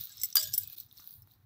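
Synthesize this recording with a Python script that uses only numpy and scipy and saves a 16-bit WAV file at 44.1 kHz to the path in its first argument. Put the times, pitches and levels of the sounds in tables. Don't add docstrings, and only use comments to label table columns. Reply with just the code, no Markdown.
import sys
import numpy as np
from scipy import signal
from scipy.fft import rfft, irfft
from scipy.io import wavfile

SR = 44100
rng = np.random.default_rng(int(sys.argv[2]) if len(sys.argv) > 2 else 0)


def master_out(mix):
    frames = np.transpose(np.atleast_2d(mix))
    ceiling = np.clip(frames, -1, 1)
    pcm = np.round(ceiling * 32767).astype(np.int16)
    wavfile.write(sys.argv[1], SR, pcm)


def invert_db(x):
    u = np.asarray(x, float) / 20
    return 10 ** u


N = 63945
MODE_SCATTER_DB = 3


def unit_power(x):
    return x / np.sqrt(np.mean(x ** 2) + 1e-20)


def in_time(rows):
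    s, *columns = np.transpose(rows)
    return [np.interp(np.arange(N) / SR, s, column) for column in columns]


def clicks(s, db):
    out = np.full(N, 1e-18)
    np.add.at(out, (np.asarray(s) * SR).astype(int), invert_db(db))
    return out


def grains(rate):
    size_db = 4.0 * np.minimum(rng.exponential(1, N), 3)
    return invert_db(size_db) * rng.choice([-1, 1], N) * (rng.random(N) < rate / SR)


def burst(x, decay_s):
    envelope = signal.lfilter([1], [1, -np.exp(-1 / (decay_s * SR))], x)
    return envelope * rng.standard_normal(N)


def ring(x, hz, t60):
    r = invert_db(-60 / (t60 * SR))
    w = 2 * np.pi * hz / SR
    return signal.lfilter([0, np.sin(w)], [1, -2 * r * np.cos(w), r * r], x)


def ring_twice(x, hz, t60):
    return ring(ring(x, hz, t60), hz, t60)


def high(x, hz):
    return signal.sosfilt(signal.butter(4, hz, "high", fs=SR, output="sos"), x)


def colour(x, spectrum):
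    hz, db = np.transpose(spectrum)
    f = np.maximum(np.arange(N // 2 + 1) * SR / N, 1)
    gain = invert_db(np.interp(np.log(f), np.log(hz), db, left=-60))
    return unit_power(irfft(rfft(x) * gain, N))


def dough():
    # time in seconds, crackle in dB, wetness in dB.
    effort = [(0, -43.5, 2.5), (.09, -59.5, 4.5), (.3, -60.5, 4), (.45, -66.5, 1.5), (.64, -63.5, -2),
              (.74, -53.5, -1), (.8, -53, -1.5), (.89, -74, -9), (.99, -58, -0.5), (1.06, -57.5, -5),
              (1.16, -57, -12), (1.25, -75.5, -14.5), (1.32, -65, -8), (1.38, -79, -13)]
    # frequency in Hz, level in dB.
    crackle_spectrum = [(5000, -39.5), (7500, -25.5), (10000, -13.5), (13500, -1), (14800, -1.5),
                        (15700, 0.5), (16200, -11.5)]
    # frequency in Hz, level in dB.
    squelch_spectrum = [(1180, -14.5), (2000, -19.5), (3130, -12), (3870, 1.5), (4180, -2), (4650, -8),
                        (5650, -8), (9000, -14.5), (11700, -37.5), (19800, -120)]
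    crackle_per_s, smooth_share = 1300, .9
    pops_per_s, pop_db, pop_cycles = 1200, -2, 9.7
    squelch_db = -61.5

    effort_db, wet_db = in_time(effort)
    rough = unit_power(grains(crackle_per_s))
    crackle = colour(rough + smooth_share * rng.standard_normal(N), crackle_spectrum)
    pops = np.zeros(N)
    for hz in np.geomspace(3600, 6000, num=10):
        pops += ring_twice(grains(pops_per_s / 10) + 1e-18, hz, pop_cycles / hz)
    hiss = colour(rng.standard_normal(N), squelch_spectrum)
    squelch = hiss + invert_db(pop_db) * unit_power(pops)
    squelch_gain = invert_db(squelch_db + .5 * (effort_db + 54.0) + wet_db)
    return invert_db(effort_db) * crackle + squelch_gain * squelch


def hum():
    # time in seconds, level in dB.
    swell = [(0, -49), (.05, -79), (.2, -63), (.39, -79.5), (.45, -55), (.53, -56.5), (.58, -63.5),
             (.65, -61), (.76, -74.5), (.87, -65.5), (.96, -67), (.995, -67), (1.09, -78), (1.21, -57),
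             (1.27, -68.5), (1.42, -65)]
    noise_share = 0.66
    db, = in_time(swell)
    tone = np.sqrt(2) * np.sin(2 * np.pi * 99.5 * np.arange(N) / SR)
    rumble = ring(ring(rng.standard_normal(N), 108.7, 0.046), 140, 0.016)
    rumble = unit_power(high(rumble, 45))
    return invert_db(db) * (np.sqrt(1 - noise_share) * tone + np.sqrt(noise_share) * rumble)


def snaps():
    # start in seconds, peak in dB, wet body against the snap in dB.
    early = [(0.0087, -32, -11), (0.0109, -24, -16), (0.0196, -35, -14), (0.0378, -28, -16),
             (0.0444, -32, -20), (0.0485, -38, -9), (0.0547, -29, -18), (0.0714, -35, -18),
             (0.0943, -41, -12), (0.1715, -38, -20), (0.1999, -44, 0), (0.288, -35, -13), (0.3029, -35, -4),
             (0.3121, -47, -10), (0.3386, -41, -13), (0.3509, -34, -23), (0.4555, -35, -2),
             (0.4721, -30, -18), (0.4988, -36, -18), (0.6103, -34, -14), (0.6321, -36, -11),
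             (0.6347, -31, -13), (0.6398, -36, -4), (0.6751, -28, -27), (0.6772, -36, -17),
             (0.6996, -36, -16), (0.7005, -40, -16)]
    # as above, then pitch of the body in Hz.
    late = [(.7229, -42, -12, 3500), (.7257, -35, -20, 4360), (.7302, -33, -7, 4050),
            (.7364, -39, -15, 4000), (.7783, -39, -16, 4400), (.782, -34, -11, 3800),
            (.7847, -35, -6, 4150), (.8004, -27, -16, 4300), (.8022, -31, -13, 4200), (.809, -39, -8, 5300),
            (.8345, -46, -14, 4380), (.864, -47, -16, 5480), (.9125, -56, 12, 3710),
            (.9265, -42, -18, 3720), (.9779, -40, -12, 4600), (.9845, -50, 8, 4250), (1.0225, -52, 2, 4400),
            (1.0421, -45, -5, 3900), (1.0685, -46, -8, 4490), (1.0746, -30, -22, 3850),
            (1.0915, -42, -8, 4700), (1.1086, -33, -19, 5900), (1.1186, -41, -22, 4700),
            (1.1272, -44, -5, 4750), (1.139, -34, -22, 4380), (1.1549, -46, -15, 4070),
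            (1.2208, -41, -26, 5380), (1.2735, -52, -18, 4450), (1.3122, -52, -1, 3900),
            (1.319, -50, -16, 3900), (1.337, -54, -4, 4600)]
    early_body_hz = (5670, 3900, 4260)
    snap_hz, snap_t60_s, snap_db, skirt_db = 14700, 0.0012, -1.5, -23
    body_t60_s, splash_db = 0.0042, 1.0

    rows = [(*row, early_body_hz[k % 3]) for k, row in enumerate(early)] + list(late)
    s, db, body_db, body_hz = np.transpose(rows)
    tick = clicks(s, db)
    tick = tick + 0.1 * burst(tick, 0.00027)
    body = np.zeros(N)
    for start, level_db, hz in zip(s, db + body_db, body_hz):
        body += 0.14 * ring_twice(clicks(start, level_db), hz, body_t60_s)
    snap = 2 * invert_db(snap_db - 5) * ring_twice(tick, snap_hz, snap_t60_s)
    splash = invert_db(splash_db) * high(clicks(s, db + body_db), 3400)
    return high(snap + invert_db(skirt_db) * tick, 8400) + high(body, 3300) + splash


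def bangles():
    # start in seconds, peak in dB, lower modes against upper in dB,
    # 5-6 kHz modes against the other lower ones in dB, rubbing time in seconds.
    touches = [(.092, -45.5, 5, 6.5, 0.011), (.117, -45, 20.5, -5, 0.0067), (.178, -48.5, 12, 5, 0.0062),
               (0.194, -36.5, 10, 0.5, 0.016), (.214, -28.5, 6.5, 2, 0.0013), (0.217, -27.5, -3, 4, 0.002),
               (0.2337, -8, -4.5, -5, 0.00072), (0.238, -11, -5, -7, 0.0085), (0.255, -29, -13, 13, 0.0015),
               (0.326, -35.5, 10.5, 2.5, 0.0018), (0.355, 2.5, -9, -2, 0.0011),
               (0.3699, -12.5, -0.5, -2, 0.0036), (0.388, -19, 7.5, -5.5, 0.012), (0.411, -21, 0, 0, 0.003),
               (0.424, -22.5, 2, 2, 0.0019), (0.4271, -19.5, -0.5, 7, 0.0074), (.448, -32, -14, -9, .005),
               (.4745, -33, 6, -3, 0.0074), (0.5326, -24, -3, 11.5, 0.0014), (0.538, -8.5, -7, -2, 0.00067),
               (.5435, -8.5, -10, 3, 0.0021), (0.5606, -23.5, -12.5, -9, 0.0009),
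               (0.5763, -17, -7, 0, 0.00157), (0.579, -9, -13.5, -2.5, 0.00017),
               (.5795, -5.5, -21.5, -5, 0.001), (0.593, -29.5, -2, -5, 0.018),
               (.612, -31.5, 2.5, -16, 0.026), (0.804, -41.5, 3, 6, 0.0011), (.883, -57, 3.5, 10, 0.011),
               (.969, -44, 1, 9, 0.0042), (.998, -46.5, 0.5, 14.5, 0.0058), (1.223, -51.5, 2, 6.5, 0.0017)]
    modes_hz = [2130, 5360, 6000, 7700, 7790, 10420, 11250, 13330, 14550, 14680, 15100]
    # level in dB, t60 in seconds.
    modes = [(-33.5, 0.059), (-10.5, 0.028), (-11, 0.017), (-10, 0.038), (-12, 0.032), (-16, 0.035),
             (-22, 0.018), (-11, 0.044), (-4, 0.037), (-11, 0.0092), (-13.5, .02)]
    lower_modes_hz, crack_db, crack_s = 9000, -24.5, 0.0033

    t = np.arange(4000) / SR
    scatter_db = MODE_SCATTER_DB * rng.normal(0, 1, (len(touches), len(modes)))
    grit = rng.standard_normal((len(modes) + 1, N))
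    rubs = []
    for s, *_, rub_s in touches:
        u = t / np.clip(rub_s, .0003, .03)
        rubs.append((int(s * SR), (1 - np.exp(-3 * u)) * np.exp(-u)))

    out = np.zeros(N)
    for k, (hz, (level_db, t60)) in enumerate(zip(modes_hz, modes)):
        drive = np.full(N, 1e-18)
        for (_, db, low_db, mid_db, rub_s), (i, rub), chance_db in zip(touches, rubs, scatter_db):
            tilt_db = low_db * (hz < lower_modes_hz) + mid_db * (k in (1, 2))
            gain = invert_db(db + level_db + tilt_db + chance_db[k] - 7.5)
            drive[i] += gain * min(0.00049 / max(rub_s, .0003), 1)
            drive[i:i + 4000] += gain * grit[k, i:i + 4000] * rub / np.sqrt(np.sum(rub ** 2))
        out += high(ring(drive, hz, t60), hz * 2 / 3)

    crack = np.zeros(N)
    for (_, db, low_db, _, rub_s), (i, rub) in zip(touches, rubs):
        sharp = min(0.00097 / max(rub_s, .0003), 2) * np.exp(-t / crack_s)
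        crack[i:i + 4000] += invert_db(db + crack_db + .5 * low_db) * (rub + sharp)
    return out + high(crack * grit[-1], 3500)


def fingers():
    # start in seconds, end in seconds, level in dB, pitch in Hz, t60 in seconds.
    slides = [
        (.62, 0.785, -72, 2550, 0.014),
        (.37, .5, -64, 619, 0.49),
        (0.097, 0.13, -69.5, 1640, .06),
        (0.16, 0.18, -78.5, 1250, 0.044),
        (.15, 0.2, -58.5, 5310, 0.05),
        (1, 1.06, -74, 1350, 0.0056),
        (0.443, 0.5, -65.5, 1637, 0.071),
    ]
    # start in seconds, level in dB, pitch in Hz, t60 in seconds.
    thuds = [
        (.755, -57, 340, .06),
        (.993, -60, 270, .03),
        (.356, -54, 400, .03),
        (1.274, -59, 950, .007),
        (.3545, -36, 2150, .008),
    ]
    t = np.arange(N) / SR
    out = np.zeros(N)
    for s, db, hz, t60 in thuds:
        out += high(ring(clicks(s, db), hz, t60), 150)
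    for start, end, db, hz, t60 in slides:
        swell = np.sqrt(np.sin(np.pi * np.clip((t - start) / (end - start), 0, 1)).clip(0))
        note = unit_power(swell * ring_twice(rng.standard_normal(N), hz, t60))
        out += invert_db(db) * note * np.sqrt((end - start) * SR / N)
    return out


def bowl():
    # start in seconds, peak in dB, dull knock in dB.
    knocks = [(0.3542, -22.5, -25), (.3682, -17.5, -32.5), (0.38, -33.5, -43), (0.389, -49, -41.5),
              (.413, -36, -55), (0.431, -31.5, -65), (0.44, -35, -74), (0.474, -41.5, -76),
              (0.489, -50, -62.5), (0.513, -58.5, -70), (0.996, -69, -51.5), (1.275, -76, -66)]
    modes_hz = [619, 1637, 3045, 3650, 5860, 6830, 8720, 12840, 13780, 3390, 4811, 9135, 12010, 4250]
    # level in dB, t60 in seconds.
    modes = [(-41, .1), (-21, 0.078), (-19, 0.062), (-6, 0.022), (-7.5, 0.017), (-8.5, 0.051),
             (-6.5, 0.025), (-3.5, 0.041), (-0.5, .012), (-9, 0.031), (-13, 0.085), (-16, 0.032),
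             (-12, .015), (-13.5, 0.032)]
    # start in seconds, level in dB.
    rim_blows = [
        (.3548, -26),
        (0.3684, -14.5),
        (0.371, -24.5),
        (.378, -24.5),
    ]
    chatter_end_s, chatter_db, loss_db_per_s, touches_per_s = 0.8, -43, 65, 700
    wash_db = 2.5

    s, db, knock_db = np.transpose(knocks)
    start = rim_blows[1][0]
    t = np.arange(N) / SR
    chatter = (rng.random(N) < touches_per_s / SR) * (t > start) * (t < chatter_end_s)
    chatter = chatter * invert_db(chatter_db - loss_db_per_s * (t - start))
    scatter_db = MODE_SCATTER_DB * rng.normal(0, 1, (len(s), len(modes)))

    out = high(ring(clicks(*np.transpose(rim_blows)), 4817, 0.058), 3500)
    for k, (hz, (level_db, t60)) in enumerate(zip(modes_hz, modes)):
        struck = clicks(s, db + scatter_db[:, k]) + chatter * rng.standard_normal(N)
        out = out + invert_db(level_db) * high(ring(struck, hz, t60), hz * 2 / 3)

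    scuff = ring(burst(clicks(s, knock_db - 10.5), 0.0025), 1900, 0.0038)
    knock = scuff + ring(clicks(s, knock_db), 1204, 0.014)
    wash_band = signal.butter(3, (3100, 6600), "band", fs=SR, output="sos")
    wash = signal.sosfilt(wash_band, burst(chatter + clicks(s, db - 11), 0.0012))
    return out + high(knock, 700) + invert_db(wash_db) * wash


def room(x):
    t60_s, level_db = .15, -13
    t = np.arange(int(.4 * SR)) / SR
    tail = rng.standard_normal(len(t)) * invert_db(-60 * t / t60_s) * (t > .003)
    tail = tail / np.sqrt(np.sum(tail ** 2))
    return invert_db(level_db) * signal.fftconvolve(x, tail)[:N]


def air_hiss():
    # frequency in Hz, level in dB.
    air_spectrum = [(100, -31.5), (170, 0.5), (641, -19.5), (718, -12), (1500, -15), (2760, -24.5),
                    (15800, -44)]
    return invert_db(-76.5) * colour(rng.standard_normal(N), air_spectrum)


def scene():
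    # centre in seconds, depth in dB, half width in seconds.
    pauses = [
        (.346, -7.5, 0.012),
        (.759, -19, 0.0047),
        (1.445, -3.5, 0.0089),
    ]
    t = np.arange(N) / SR
    still_db = sum(db * np.exp(-((t - s) / half) ** 2) for s, db, half in pauses)
    hits = bangles() + bowl() + snaps()
    near = hits + room(hits) + dough() + fingers() + air_hiss()
    return (invert_db(still_db) * near + hum())[None]


def top_cut(x):
    return signal.sosfilt(signal.butter(12, 16620, fs=SR, output="sos"), x)


def record(dry):
    cutoff_hz = 15700
    low_pass = signal.cheby2(14, 27, cutoff_hz + SR / 600, fs=SR, output="sos")
    mix = signal.sosfilt(low_pass, dry)
    return top_cut(mix)


dry = scene()
out = record(dry)
master_out(out)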